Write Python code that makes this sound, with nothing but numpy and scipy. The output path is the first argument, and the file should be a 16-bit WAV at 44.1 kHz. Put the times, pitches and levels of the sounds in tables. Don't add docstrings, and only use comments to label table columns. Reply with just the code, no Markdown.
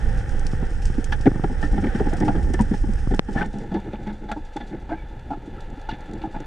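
import sys
import numpy as np
from scipy import signal
from scipy.fft import rfft, irfft, next_fast_len
from scipy.io import wavfile
from scipy.ndimage import uniform_filter1d, minimum_filter1d, map_coordinates

SR = 44100
rng = np.random.default_rng(int(sys.argv[2]) if len(sys.argv) > 2 else 0)


def inscribe(sig):
    pcm = np.round(np.clip(np.atleast_2d(sig).T, -1, 1) * 32767)
    wavfile.write(sys.argv[1], SR, pcm.astype(np.int16))


N = 284886
TIME = np.arange(N) / SR
CALMING_S, DULLING_S, NARROWING_S = (3.31, 3.57), (3.15, 3.85), (3.31, 3.75)


def amp(db):
    return 10 ** (np.asarray(db) / 20)


def unit(x):
    return x / np.sqrt(np.mean(x ** 2) + 1e-20)


def along(points, hz):
    knots_hz, values = np.transpose(points)
    return np.interp(np.log(hz + 1), np.log(knots_hz + 1), values)


def wobble(rate):
    return map_coordinates(rng.standard_normal(int(N * rate / SR) + 4), [TIME * rate])


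def filtered(x, response):
    n = x.shape[-1]
    padded = 2 * next_fast_len(n // 2 + 1500)
    return irfft(rfft(x, padded) * response(np.fft.rfftfreq(padded, 1 / SR)), padded)[..., :n]


def coloured(x, spectrum):
    def response(hz):
        cepstrum = irfft(np.log(amp(along(spectrum, hz))))
        cepstrum[1:len(hz) - 1] *= 2
        cepstrum[len(hz):] = 0
        return np.exp(rfft(cepstrum))
    return filtered(x, response)


def grains(size, rate, spread_db):
    present = rng.random((2, size)) < rate / SR
    strength = amp(spread_db * np.minimum(rng.exponential(size=(2, size)), 4))
    return present * strength * rng.choice([-1, 1], (2, size))


def add(track, s, sound):
    start = max(round(s * SR), 0)
    track[:, start:start + sound.shape[-1]] += sound[..., :N - start]


def lasting(x, db, length):
    return amp(db) * x * np.sqrt(length * SR / (np.sum(x ** 2, axis=-1, keepdims=True) + 1e-20))


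def openness(s=TIME):
    return np.interp(s, NARROWING_S, [1, 0])


# (frequency [Hz], level [dB])
RUMBLE_EQ = [(10, -24), (22, 6.5), (35, -4), (60, -6), (90, -13), (140, -18.5), (220, -29), (400, -42),
             (800, -77)]

def flow(moving_db=-20.5, ease_db_per_s=0.95, calm_db=-34, surge_db=2.0, pop_db=-16):
    eddies = unit(coloured(rng.standard_normal((2, N)), RUMBLE_EQ))
    envelope = np.sqrt(np.abs(uniform_filter1d(eddies ** 2, size=7000, axis=1)) + 1e-3)
    pop_eq = [(30, -23), (110, -0.5), (300, -9.5), (550, -26), (1200, -30), (3000, -71)]
    pops = unit(coloured(grains(N, rate=16, spread_db=5.5), pop_eq))
    calm = np.interp(TIME, CALMING_S, [0, 1])
    level_db = (1 - calm) * (moving_db - ease_db_per_s * TIME) + calm * calm_db
    return amp(level_db + surge_db * wobble(8.8)) * (eddies / envelope + amp(pop_db) * pops)


def far_shrimp_db(start_db=-49, drop_db=14, fade_db_per_s=1):
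    dulled = np.interp(TIME, DULLING_S, [0, 1])
    return start_db - drop_db * dulled - fade_db_per_s * np.maximum(TIME - DULLING_S[1], 0)


# (frequency [Hz], level [dB])
WASH_WIDE_EQ = [(120, -13.5), (300, 5.5), (390, -1), (480, 9.5), (640, -7), (810, 6), (1050, -14.5),
                (1500, -0.5), (1800, -1.5), (2400, -15), (3300, -11), (4200, -18), (6000, -47.5)]
WASH_CALM_EQ = [(120, -17), (300, -3), (520, 8.5), (660, -1.5), (860, 11.5), (1120, -6.5), (1350, -0.5),
                (1550, -4), (1770, 2.5), (2150, -10), (3200, -10.5), (3480, -13.5), (3900, -17),
                (7000, -34), (14000, -39)]
FIZZ_EQ = [(3000, -33), (4250, -3), (5200, 5), (6200, 1.5), (7500, -2.5), (8800, -3.5), (9600, -8),
           (10500, -10), (11700, -24), (15000, -48)]
# (time [s], level [dB])
WASH_RIDE = [(0.6, -40), (0.92, -43), (2.14, -38.5), (2.52, -43.5), (4.34, -49), (5.54, -46.5),
             (6.2, -44.5)]

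def wash(wide_db=1.5, calm_db=1, fizz_trim_db=-9.5):
    def patter(eq, rate, spread_db):
        ticks = unit(grains(N, rate, spread_db))
        return unit(coloured(ticks + 0.75 * rng.standard_normal((2, N)), eq))
    wide = amp(wide_db) * patter(WASH_WIDE_EQ, rate=1500, spread_db=2.5)
    calm = amp(calm_db) * patter(WASH_CALM_EQ, rate=1600, spread_db=1.5)
    ride_db = np.interp(TIME, *np.transpose(WASH_RIDE)) + 1.44 * wobble(9.8)
    bed = amp(ride_db) * (openness() * wide + (1 - openness()) * calm)
    fizz = amp(far_shrimp_db() + fizz_trim_db) * patter(FIZZ_EQ, rate=1000, spread_db=4)
    return bed + fizz


# (frequency [Hz], level [dB])
SNAP_EQ = [(1200, -39.5), (2500, 2), (4200, 1.5), (5600, -1), (8500, -9), (10500, -15.5), (12500, -27),
           (15000, -29)]

def shrimp_crackle(rate=70, smear_t60=0.18, trim_db=-2, wide_trim_db=-2.7):
    t = np.arange(SR // 20) / SR
    snaps = grains(N, rate, spread_db=4.5)
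    echo_power = amp(-120 * t / smear_t60)[None]
    smear = np.sqrt(np.abs(signal.fftconvolve(snaps ** 2, echo_power)[:, :N]))
    bright = coloured(snaps + 0.45 * smear * rng.standard_normal((2, N)), SNAP_EQ)
    distant = coloured(bright, [(7000, -7), (12000, -10)])
    return amp(far_shrimp_db() + trim_db + wide_trim_db * openness()) * unit(distant)


# (time [s], level [dB], centre [Hz])
SNAP_CUES = [(0.2928, -38.5, 5800), (0.395, -36.5, 8400), (0.4672, -26, 5400), (0.8549, -28.5, 6910),
             (1.0432, -28.5, 6440), (1.2114, -35, 5170), (2.1353, -35.5, 8860), (2.2027, -32.5, 5610),
             (2.5364, -32.5, 7040), (2.5394, -30, 5950), (2.6105, -30, 8620), (2.6195, -35, 8000),
             (2.936, -38, 8420), (3.146, -33, 5170), (3.164, -42, 8000), (3.46, -41, 5960),
             (3.586, -43, 6200), (3.742, -47, 5500), (3.8014, -49, 5000), (4.0723, -48, 6000),
             (4.3171, -36.5, 6540), (4.566, -38, 5700), (4.574, -50, 7000), (5.195, -50, 4770),
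             (5.6067, -43.5, 4800), (5.7016, -52, 6500), (5.774, -55, 6000), (5.8152, -47, 5500),
             (6.0074, -48, 6000), (6.1126, -50, 5500), (6.135, -43, 7400), (6.403, -43, 5570)]

def near_shrimp(trim_db=-5, scatter_t60=0.024, scatter_db=-14, flank_db=-7, echo_s=0.0033, echo_db=-11):
    out, t = np.zeros((2, N)), np.arange(SR // 20) / SR
    for s, db, hz in SNAP_CUES:
        burst = amp(scatter_db - 60 * t / scatter_t60) * rng.standard_normal((2, len(t)))
        burst[:, 0] += 1
        bubble = coloured(burst, [(hz / 2, flank_db), (hz, 0), (hz * 2, flank_db / 2)])
        snap = lasting(coloured(bubble, SNAP_EQ), db + trim_db, length=0.0031)
        add(out, s, snap)
        add(out, s + echo_s * np.exp(0.31 * rng.standard_normal()), -amp(echo_db) * snap)
    return out


def resonate(x, modes, tuning=1):
    low, high = modes[0][0], modes[-1][0]
    def response(hz):
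        f = hz / tuning
        ring = sum((-1) ** k * amp(db) * 1j * f * width / (centre ** 2 - f ** 2 + 1j * f * width)
                   for k, (centre, width, db) in enumerate(modes))
        highpass = (1j * hz / (1j * hz + low / 2)) ** 2
        lowpass = 1 / (1 + 1j * hz / high - (hz / (2.6 * high)) ** 2)
        return ring * highpass * lowpass
    return filtered(x, response)


# (frequency [Hz], width [Hz], level [dB])
BODY_MODES = [(122.6, 31.4, 0.5), (212.2, 33.6, 3), (314, 98, 1.5), (396, 127, 2), (462.7, 161, -3.5)]
SHELL_MODES = [(677, 20, 5.5), (849.5, 45, 15)]
LID_MODES = [(1495, 73, 6.5), (1620, 54, -0.5), (1781, 49, 10), (2104, 210, 0.5)]
SCRATCH_MODES = [(2570, 1270, 7.3), (3370, 480, 16.8), (4600, 1200, 2.7), (5800, 44, 9.1)]
# (time [s], tuning [ratio])
HOUSING_TUNING = [(2.9, 0.964), (4.0, 1.005)]
# (when wide [dB], when calm [dB], hardness share [ratio])
KNOCK_SENDS = [(-3.5, -0.5, -0.12), (-2.5, -5, 0.039), (-13, -6, 0.86), (-17.5, -20.5, 1.2),
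               (-26, -29.5, 1.31)]
# (time [s], length [s], thump [Hz], level [dB], hardness [dB], hollowness [dB])
KNOCK_CUES = [(0.347, 0.0057, 253, -28, -14, -12), (0.626, 0.0037, 151, -20, -19, -10),
              (0.981, 0.01, 278, -18, -17, -17), (1.121, 0.019, 530, -42.5, 27.5, 0),
              (1.256, 0.0077, 320, -16, 1.5, 2.5), (1.263, 0.015, 274.4, -5.5, -8.5, -0.5),
              (1.437, 0.0083, 158, -14, -1, 6), (1.448, 0.017, 155, -25.5, -20, -11),
              (1.496, 0.026, 250, -28, -9, 9), (1.626, 0.031, 289, -25, 4.5, -1),
              (1.726, 0.083, 204.5, -26, -2, -3), (1.778, 0.013, 210, -19.5, -1.5, 4.5),
              (1.826, 0.017, 265, -20, -5, -12), (1.839, 0.012, 333, -23, 2.5, -1),
              (1.867, 0.012, 220, -19.5, 1, -18), (1.947, 0.013, 238, -18.5, 0.5, -6.5),
              (1.996, 0.0094, 347, -28, 7.5, 3.5), (2.004, 0.011, 411, -15, -14, 13.5),
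              (2.061, 0.02, 289, -22, -2, 6), (2.127, 0.022, 169, -23, -1, 0),
              (2.205, 0.02, 193, -15.5, -5, -8), (2.222, 0.02, 291, -15.5, -4.5, 3.5),
              (2.245, 0.061, 296, -23.5, -4.5, -5), (2.278, 0.023, 298, -16, -2, 9.5),
              (2.346, 0.055, 179, -24, -2, -0.5), (2.495, 0.023, 233, -27, -13, -9),
              (2.538, 0.015, 347, -22.5, 5.5, -7), (2.591, 0.0046, 219, -24.5, 8.5, -0.5),
              (2.598, 0.025, 214, -15, -8.5, -1), (2.71, 0.02, 196.4, -15.5, -10, -17),
              (2.732, 0.024, 191, -24.5, 1, 1), (2.837, 0.011, 295, -25.5, -4.5, 4),
              (2.886, 0.015, 202, -23.5, -24, -17), (3.107, 0.03, 186, -18, -6, -2.5),
              (3.138, 0.005, 203, -15.5, 0, 0), (3.283, 0.021, 206, -23.5, -2.5, 3.5),
              (3.35, 0.033, 177, -39.5, 12, 10), (3.36, 0.0062, 200, -14.5, -18, 4),
              (3.375, 0.044, 181, -29.5, 8, 3.5), (3.41, 0.032, 193, -24, 3, 4.5),
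              (3.439, 0.042, 202, -29.5, 3, -10), (3.534, 0.079, 209, -30.5, -5, 0.5),
              (3.714, 0.026, 194, -24, -5, -0.5), (3.741, 0.024, 334, -23.5, 0.5, -3),
              (3.755, 0.027, 200, -22, -5.5, -1), (3.93, 0.024, 215, -31, 1.5, -4),
              (4.064, 0.076, 209, -30, 1, -4), (4.285, 0.029, 312, -36, 8.5, 3),
              (4.313, 0.02, 210, -32, 14, -2), (4.361, 0.026, 301, -31, -10.5, 9.5),
              (4.559, 0.011, 303, -25.5, -2, 1.5), (4.5655, 0.014, 316, -31, 10, -1),
              (4.601, 0.022, 241, -37, 11.5, -3.5), (4.747, 0.0051, 383, -30.5, 0, -5),
              (4.891, 0.025, 292, -33, 3, 1), (4.914, 0.03, 319, -27.5, -4, 4.5),
              (5.303, 0.029, 274, -28.5, -5.5, 12), (5.325, 0.027, 309, -37.5, 3, 5),
              (5.372, 0.0071, 310, -34.5, -8, -13), (5.476, 0.0092, 302, -33, -16, -20),
              (5.773, 0.017, 286, -39.5, -27, -10), (5.888, 0.011, 312.6, -33.5, 8.5, 8),
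              (5.91, 0.013, 300, -35, 13.5, -10), (5.932, 0.018, 295, -37.5, 10, -8),
              (6.21, 0.018, 320, -36.5, -5, 3), (6.235, 0.029, 322, -29.5, -6.5, 11),
              (6.343, 0.022, 235, -37, -0.5, 11), (6.363, 0.0064, 201, -26.5, 0, -1.5)]

def knocks_and_pops(grit_rate=1100, hiss=0.34, detune=0.031, touch=0.5):
    out, t = np.zeros((2, N)), np.arange(SR // 7) / SR
    wide_db, calm_db, share = np.transpose(KNOCK_SENDS)
    push = t / 0.00012 * np.exp(1 - t / 0.00014)
    first_touch = np.roll(push / push.sum(), SR // 400)
    for s, length, hz, level_db, hardness_db, hollow_db in KNOCK_CUES:
        sends_db = calm_db + (wide_db - calm_db) * openness(s) + share * hardness_db
        thump_db, body_db, shell_db, lid_db, scratch_db = level_db + sends_db
        age = t / max(length, 0.005)
        pressure = age ** 0.47 * np.exp(-2.6 * age)
        grit = unit(grains(len(t), grit_rate, spread_db=-0.5))
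        texture = pressure * (grit + hiss * rng.standard_normal((2, len(t))))
        contact = texture + touch * np.linalg.norm(texture[0]) * first_touch
        thump = age * np.exp(-2.7 * age) * np.sin(2 * np.pi * hz * t)
        knock = lasting(thump, thump_db, length)
        for modes, db in [(BODY_MODES, body_db), (SHELL_MODES, shell_db + hollow_db),
                          (LID_MODES, lid_db), (SCRATCH_MODES, scratch_db)]:
            tuning = np.interp(s, *np.transpose(HOUSING_TUNING)) * np.exp(detune * rng.standard_normal())
            knock = knock + lasting(resonate(contact, modes, tuning), db, length)
        add(out, s, knock)
    return out


# (time [s], level [dB])
GLUG_CUES = [(0.843, -16), (1.711, -12), (2.432, -16.5), (2.6, -20), (2.807, -18.5), (2.867, -19.5),
             (3.074, -20), (3.11, -17.5)]

def glugs(hz=39, length=0.031):
    out, t = np.zeros((1, N)), np.arange(SR // 5) / SR
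    swing = t * np.exp(-2 * (t / length) ** 2) * np.sin(2 * np.pi * hz * t)
    for s, db in GLUG_CUES:
        add(out, s, lasting(swing, db, length))
    return out


# (time [s], length [s], centre [Hz], level [dB])
GURGLE_CUES = [(1.123, 0.014, 2010, -34.5), (1.262, 0.02, 1700, -34), (1.838, 0.012, 2180, -39),
               (2.281, 0.008, 2400, -37), (3.365, 0.045, 1565, -39), (3.409, 0.022, 1790, -32.5),
               (3.741, 0.015, 2900, -49), (3.926, 0.035, 2050, -47.5), (3.932, 0.014, 493, -29.5),
               (4.064, 0.052, 1520, -45), (4.314, 0.016, 1300, -31.5), (4.9, 0.045, 1300, -43),
               (5.89, 0.03, 3200, -45.5), (5.923, 0.03, 2460, -49), (6.216, 0.023, 2300, -46.5),
               (6.347, 0.024, 1320, -44)]

def gurgles(bubbles_per_s=1100, pitch_spread=0.29, decay_cycles=2.6, rise=0.022, scatter_db=4.5):
    out, t = np.zeros((1, N)), np.arange(SR // 8) / SR
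    order = np.arange(60)[:, None]
    for s, length, centre_hz, db in GURGLE_CUES:
        jitter, pitch, strength = rng.standard_normal((3, 60, 1))
        place = np.abs(order + 0.5 * jitter) / (bubbles_per_s * length)
        hz = centre_hz * np.exp(pitch_spread * np.clip(pitch, -2, 2))
        cycles = hz * np.maximum(t - length * place, 0)
        age = np.minimum(cycles / decay_cycles, 20)
        rings = np.sin(2 * np.pi * cycles * (1 + rise * age)) * np.exp(-age)
        gains = (place < 1) * amp(scatter_db * strength) * np.exp(-place / 2)
        add(out, s, lasting(np.sum(gains * rings, axis=0), db, length))
    return out


# (time [s], length [s], level [dB])
GRIP_CUES = [(1.677, 0.72, -34), (3.384, 0.72, -40), (4.742, 0.044, -40.5), (5.38, 0.16, -46.5),
             (6.195, 0.071, -36.5)]

def grip_rub(rest_db=-51.5, ramp_s=0.45):
    effort = amp(rest_db)
    for s, length, db in GRIP_CUES:
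        inside_s = np.minimum(TIME - s, s + length - TIME)
        effort = effort + amp(db) * np.clip(1 + inside_s / ramp_s, 0, 1) ** 2
    slips = grains(N, rate=380, spread_db=1.5) * amp(5.2 * wobble(22))
    sends = [(BODY_MODES, 0), (SHELL_MODES, -16), (LID_MODES, -20)]
    return effort * sum(amp(db) * unit(resonate(slips, modes)) for modes, db in sends)


# (time [s], length [s], start pitch [Hz], end pitch [Hz], level [dB])
TONE_CUES = [(1.625, 0.042, 1795, 1790, -36), (2.115, 0.045, 622, 736, -33.5),
             (2.591, 0.024, 962, 963, -25), (3.367, 0.026, 1680, 1810, -28.5),
             (3.41, 0.018, 1504, 1570, -25), (4.905, 0.039, 633, 750, -32),
             (4.916, 0.038, 1575, 1600, -40.5), (4.951, 0.085, 2330, 2240, -55),
             (5.306, 0.041, 1440, 1290, -44), (5.318, 0.043, 864, 860, -40),
             (5.578, 0.015, 1340, 1340, -45), (5.887, 0.015, 1444, 1430, -35.5),
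             (5.888, 0.023, 2870, 2830, -44)]

def squeaks_and_rings(waver=0.0062, flutter_db=4):
    out = np.zeros((1, N))
    for s, length, start_hz, end_hz, db in TONE_CUES:
        n = int(length * SR)
        progress = np.linspace(0, 1, n)
        hz = (start_hz + (end_hz - start_hz) * progress) * (1 + waver * wobble(230)[:n])
        swell = np.sqrt(np.abs(np.sin(np.pi * progress))) * amp(flutter_db * wobble(232)[:n])
        tone = np.sin(2 * np.pi * np.cumsum(hz) / SR)
        add(out, s, amp(db) * unit(swell * tone))
    return out


def case_click(at_s=3.1938, gain_db=5, crack_s=0.00016):
    out, t = np.zeros((2, N)), np.arange(SR // 40) / SR
    crack = 1.44 * (1 - t / crack_s) * np.exp(-t / crack_s)
    def port(hz, decay_s, crack_gain):
        return np.cos(2 * np.pi * hz * t) * np.exp(-t / decay_s) + crack_gain * crack
    pair = np.array([port(180, 0.0025, crack_gain=-2.2), port(230, 0.0011, crack_gain=0.1)])
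    add(out, at_s, amp(gain_db) * coloured(pair, [(3500, 0.5), (6500, -9.5), (9000, -24)]))
    return out


# (centre [Hz], width [Hz], gain [dB])
WALL_WIDE_BANDS = [(666, 55, -2.5), (1023, 56, -8), (1808, 36, 3.5), (2125, 64, -3.5), (2830, 57, -4.5),
                   (3900, 1100, -8.5), (5250, 220, 2.5), (6460, 170, -3.5), (8540, 410, 5.5)]
WALL_CALM_BANDS = [(1020, 81, -9.5), (1192, 31, -22), (1720, 46, 5), (1836, 96, -7), (3150, 150, -6),
                   (3500, 81, 8.5), (5280, 220, -8.5), (6330, 220, 0.5), (7300, 220, 4)]

def case_wall(x):
    hz = np.geomspace(300, 14000, 600)
    def through(bands):
        gain_db = sum(db * np.exp(-((hz - centre) / width) ** 2) for centre, width, db in bands)
        return coloured(x, np.transpose([hz, gain_db]))
    return openness() * through(WALL_WIDE_BANDS) + (1 - openness()) * through(WALL_CALM_BANDS)


# (frequency [Hz], side gain [dB])
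STEREO_WIDTH = [(40, -12), (130, -19), (300, -29.5), (500, -14.5), (800, -4.5), (1700, -10.5), (3200, -1),
                (6000, -16), (12000, -10)]
# (frequency [Hz], left minus right [dB])
STEREO_LEAN = [(60, -4), (160, 0.5), (1700, -1), (3200, 3.5), (5500, -0.5)]

def scene():
    beds = flow() + wash() + shrimp_crackle()
    spots = near_shrimp() + knocks_and_pops() + glugs() + gurgles() + grip_rub() + squeaks_and_rings()
    mid, spread = case_wall(beds + spots)
    side = filtered(spread, lambda hz: amp(along(STEREO_WIDTH, hz)))
    pair = np.array([mid + side, mid - side])
    panned = filtered(pair, lambda hz: amp(np.outer([0.5, -0.5], along(STEREO_LEAN, hz))))
    return panned + case_click()


def limiter(x, release_db_per_s=60):
    over_db = 20 * np.log10(np.maximum(np.abs(x).max(axis=0), 1))
    held_db = -minimum_filter1d(-over_db, size=65)
    reduction_db = uniform_filter1d(held_db, size=33)
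    release_db = release_db_per_s * TIME
    return x * amp(release_db - np.maximum.accumulate(reduction_db + release_db))


def record(dry, top_hz=14800):
    mono = dry.mean(axis=0)
    narrowed = mono + openness() * (dry - mono)
    rolloff = [(12000, -1), (14500, -16)]
    return filtered(limiter(narrowed), lambda hz: amp(along(rolloff, hz)) * (hz < top_hz))


dry = scene()
out = record(dry)
inscribe(out)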